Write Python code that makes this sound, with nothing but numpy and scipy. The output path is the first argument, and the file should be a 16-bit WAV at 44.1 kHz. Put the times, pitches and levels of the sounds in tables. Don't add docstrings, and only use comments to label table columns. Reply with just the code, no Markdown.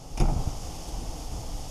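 import sys
import numpy as np
from scipy.fft import rfft, irfft, next_fast_len
from scipy.io import wavfile
from scipy.ndimage import map_coordinates

SR = 44100
rng = np.random.default_rng(int(sys.argv[2]) if len(sys.argv) > 2 else 0)


def dump(signal):
    limited = np.clip(np.atleast_2d(signal).T, -1, 1)
    pcm = np.round(limited * 32767).astype(np.int16)
    wavfile.write(sys.argv[1], SR, pcm)


N = 74970
TIME_S = np.arange(N) / SR


def amp(db):
    return 10 ** (np.asarray(db) / 20)


def curve(rows):
    return np.interp(TIME_S, *np.transpose(rows))


def since(start_s):
    return np.maximum(TIME_S - start_s, 0)


def strike(start_s, rise_s, t60_s):
    age_s = since(start_s)
    return (1 - np.exp(-age_s / rise_s)) * amp(-60 * age_s / t60_s)


def swell(centre_s, width_s):
    return np.exp(-((TIME_S - centre_s) / width_s) ** 2)


def wobble(rate_hz):
    knots = rng.standard_normal(int(N * rate_hz / SR) + 4)
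    return map_coordinates(knots, [TIME_S * rate_hz])


def walk(start_s, rate_hz):
    path = np.append(0, np.cumsum(rng.standard_normal(80)))
    return np.interp(since(start_s) * rate_hz, np.arange(len(path)), path)


def filtered(x, response):
    size = next_fast_len(N + SR // 2)
    return irfft(rfft(x, size) * response(np.fft.rfftfreq(size, 1 / SR)), size)[:N]


def noise(spectrum, tilt_db_per_oct=0):
    freq_hz, gain_db = np.transpose(spectrum)

    def response(hz):
        shape_db = np.interp(np.log(hz + 1), np.log(freq_hz + 1), gain_db)
        return amp(shape_db + tilt_db_per_oct * np.log2(hz + 1))

    white = rng.standard_normal(next_fast_len(N + SR // 2))
    coloured = filtered(white, response)
    return coloured / np.sqrt(np.mean(coloured ** 2) + 1e-20)


def ring(modes, start_s, rise_s, scatter_db, rough_rad, steps_per_cycle, tilt_db_per_oct=0):
    out = 0
    for pitch_hz, level_db, t60_s in modes:
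        tilt_db = tilt_db_per_oct * np.log2(pitch_hz / modes[2][0])
        gain = amp(level_db + scatter_db * rng.standard_normal() + tilt_db)
        phase = 2 * np.pi * (pitch_hz * since(start_s) + rng.random())
        phase += rough_rad * walk(start_s, steps_per_cycle * pitch_hz)
        out += gain * strike(start_s, rise_s, t60_s) * np.sin(phase)
    return out


# pitch_hz, rms_db
HUM_TONES = [(120, -55), (165, -53.5)]

def hum():
    out = 0
    for pitch_hz, rms_db in HUM_TONES:
        envelope = np.sqrt(2) * amp(rms_db + 2.5 * wobble(rate_hz=4.94))
        out += envelope * np.sin(2 * np.pi * pitch_hz * TIME_S + 0.5 * wobble(rate_hz=5.98))
    return out


# time_s, level_db
WIND_ENVELOPE = [(0, -48.5), (.05, -46), (.15, -35), (.45, -32.5), (.68, -32.5), (.78, -38.5), (.92, -31.5),
                 (1.05, -34), (1.2, -34), (1.37, -32.5), (1.5, -37), (1.57, -32), (1.7, -35)]
# freq_hz, gain_db
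WIND_SPECTRUM = [(8, -14), (18, 3), (29, -5.5), (45, -7.5), (65, -14), (130, -21), (200, -29.5), (500, -62),
                 (2000, -120)]
GUST_SPECTRUM = [(40, -6), (75, 8), (130, -8), (200, -19), (400, -37), (1500, -120)]

def wind():
    rumble = noise(WIND_SPECTRUM) * amp(curve(WIND_ENVELOPE) + 0.6 * wobble(rate_hz=11.7))
    gust = noise(GUST_SPECTRUM) * amp(-36) * swell(centre_s=1.39, width_s=0.07)
    return rumble + gust


# time_s, level_db
ROAR_ENVELOPE = [(0, -50.5), (.15, -47.5), (.3, -39.5), (.66, -44.5), (.95, -43.5), (1.4, -44),
                 (1.7, -45.5)]
# freq_hz, gain_db
ROAR_SPECTRUM = [(40, -34), (90, -14.5), (170, 3.5), (205, -6.5), (245, 3.5), (310, 3.5), (380, -4.5),
                 (450, 0), (580, -2.5), (700, 1), (830, 1.5), (950, -7), (1250, -11), (1550, -22),
                 (2500, -47), (8000, -120)]

def flame_roar():
    return noise(ROAR_SPECTRUM) * amp(curve(ROAR_ENVELOPE) + 0.7 * wobble(rate_hz=25.84))


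# time_s, level_db
FLOW_ENVELOPE = [(0, -55.5), (.12, -53), (.25, -49.8), (.36, -48.5), (.42, -47.5), (.62, -47.4), (.78, -47),
                 (.9, -47.5), (1.02, -48), (1.25, -47.8), (1.5, -48), (1.7, -47.5)]
# freq_hz, gain_db
HISS_SPECTRUM = [(900, -28), (1600, -13), (2000, -10), (2400, -9), (2950, -4.5), (3500, -5.5),
                 (4000, -10.5), (4600, -3), (5400, 1), (5850, -2), (6550, 0), (7100, -4), (7700, -8),
                 (8800, -9.5), (9700, -8), (11000, -13), (12500, -14), (13500, -20.5), (15000, -34)]
FIZZ_SPECTRUM = [(3000, -120), (6000, -25), (8500, -3), (10000, 0), (12500, -3), (15000, -7)]
SPIT_SPECTRUM = [(2000, -30), (3200, -1.5), (5000, -14), (7800, -5), (8600, -1), (9400, -12), (11500, -11),
                 (15000, -16)]

def burner_hiss():
    flow_db = curve(FLOW_ENVELOPE)
    hiss = noise(HISS_SPECTRUM) * amp(flow_db + 0.44)
    hiss *= amp(0.45 * wobble(rate_hz=30) + 0.32 * wobble(rate_hz=400))
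    fizz_db = -64 + 2 * (flow_db - flow_db.max())
    fizz = noise(FIZZ_SPECTRUM) * amp(fizz_db + 2.2 * wobble(rate_hz=12))
    spit = noise(SPIT_SPECTRUM) * amp(-47.5) * swell(centre_s=0.888, width_s=0.014)
    return hiss + fizz + spit


# start_s, level_db, t60_s, tilt_db_per_oct
IGNITER_CONTACTS = [(0.1736, -34.5, 0.09, -1), (0.1985, -31, 0.014, -4), (0.2006, -31.5, 0.025, -1),
                    (0.2043, -36, 0.13, -2.5), (0.2106, -36.5, 0.045, 0)]
# freq_hz, gain_db
SCRAPE_SPECTRUM = [(900, 2.5), (1800, -4), (2400, 7.5), (3400, -2.5), (4100, -7.5), (5100, 7), (6800, -0.5),
                   (7800, -4), (9000, -2), (10200, -2.5), (12000, -14), (15500, -17)]
# pitch_hz, level_db, t60_s
STEEL_MODES = [(2335, -15, 0.15), (2700, -10.5, 0.1), (5070, -6, 0.017), (3550, -9, 0.079),
               (5400, -22, 0.035), (6650, -8.5, 0.13), (10120, -5, 0.021)]
HAMMER_MODES = [(5100, 0, .0075), (6600, -11, .006), (10300, -4, .005), (11500, -9, .005)]

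def igniter():
    clicks = 0
    for start_s, level_db, t60_s, tilt_db_per_oct in IGNITER_CONTACTS:
        scrape = noise(SCRAPE_SPECTRUM, tilt_db_per_oct) * strike(start_s, rise_s=0.0006, t60_s=t60_s)
        steel = ring(STEEL_MODES, start_s, rise_s=0.00028,
                     scatter_db=1, rough_rad=0.74, steps_per_cycle=0.22)
        clicks += amp(level_db) * (scrape + amp(-4.5) * steel)
    snap = ring(HAMMER_MODES, start_s=0.2007, rise_s=0.0008,
                scatter_db=0, rough_rad=0.3, steps_per_cycle=0.31)
    return clicks + amp(-19.5) * snap


# start_s, level_db, tilt_db_per_oct
LID_KNOCKS = [(.177, -34.5, 5), (0.2016, -23.5, 0), (0.2097, -26.5, 3), (0.2182, -19, -2),
              (0.2366, -28, 0.5), (0.255, -36, 5.5), (0.2844, -29, 4.5), (0.2946, -28.5, 2),
              (0.3221, -30.5, -3.5), (0.361, -37.5, -.5), (.391, -31.5, 2), (.473, -36, -4.5),
              (0.528, -37.5, -3)]
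# pitch_hz, level_db, t60_s
LID_MODES = [(126, 2, .15), (231, -9.5, .1), (296, -6, .16), (340, -12, .1), (428, -14, .1),
             (622, -14, .11), (715, -13.5, .08), (788, -11.5, .09), (868, -14, .11), (1050, -21, .08),
             (1220, -26, .08)]
# freq_hz, gain_db
THUD_SPECTRUM = [(40, -16), (100, 8), (150, 3), (205, -5), (310, -1), (480, -20.5), (760, -9), (1000, -19),
                 (1400, -29.5), (2000, -37), (6000, -120)]

def lid():
    out = 0
    for start_s, level_db, tilt_db_per_oct in LID_KNOCKS:
        hollow = ring(LID_MODES, start_s, rise_s=0.001, scatter_db=2.5,
                      rough_rad=0.85, steps_per_cycle=0.231, tilt_db_per_oct=tilt_db_per_oct)
        thud = noise(THUD_SPECTRUM, tilt_db_per_oct) * strike(start_s, rise_s=0.001, t60_s=0.047)
        out += amp(level_db) * (hollow + amp(-2.5) * thud)
    return out


# freq_hz, gain_db
FLARE_SPECTRUM = [(40, -5), (90, 8.5), (150, 4.5), (200, -1), (310, -7.5), (390, -7.5), (600, -15),
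                  (850, -13.5), (1000, -22.5), (1350, -17), (1700, -44), (2300, -23.5), (4000, -48),
                  (8000, -120)]
# centre_s, level_db, half_width_s
LOW_PUFFS = [(0.366, -19.5, 0.0021), (0.4753, -19, 0.0018)]

def ignition():
    start_s, rise_s, throb_hz = 0.2027, 0.0049, 29.8
    throb = -np.sin(2 * np.pi * throb_hz * since(start_s)) * strike(start_s, rise_s, t60_s=0.6)
    flare = noise(FLARE_SPECTRUM) * strike(start_s, rise_s, t60_s=0.57)
    out = amp(-13.5) * throb + amp(-25) * flare
    for centre_s, level_db, half_width_s in LOW_PUFFS:
        offset = (TIME_S - centre_s) / half_width_s
        pulse = -offset * np.exp((1 - offset ** 2) / 2)
        tail = noise(FLARE_SPECTRUM) * strike(centre_s - half_width_s, half_width_s, t60_s=0.22)
        out += amp(level_db) * (pulse + amp(-15) * tail)
    return out


def scene():
    grill = igniter() + lid() + ignition() + burner_hiss() + flame_roar()
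    return (grill + wind() + hum())[None]


def record(dry):
    cutoff_hz = 15100
    return filtered(dry[0], lambda hz: hz < cutoff_hz)[None]


dry = scene()
out = record(dry)
dump(out)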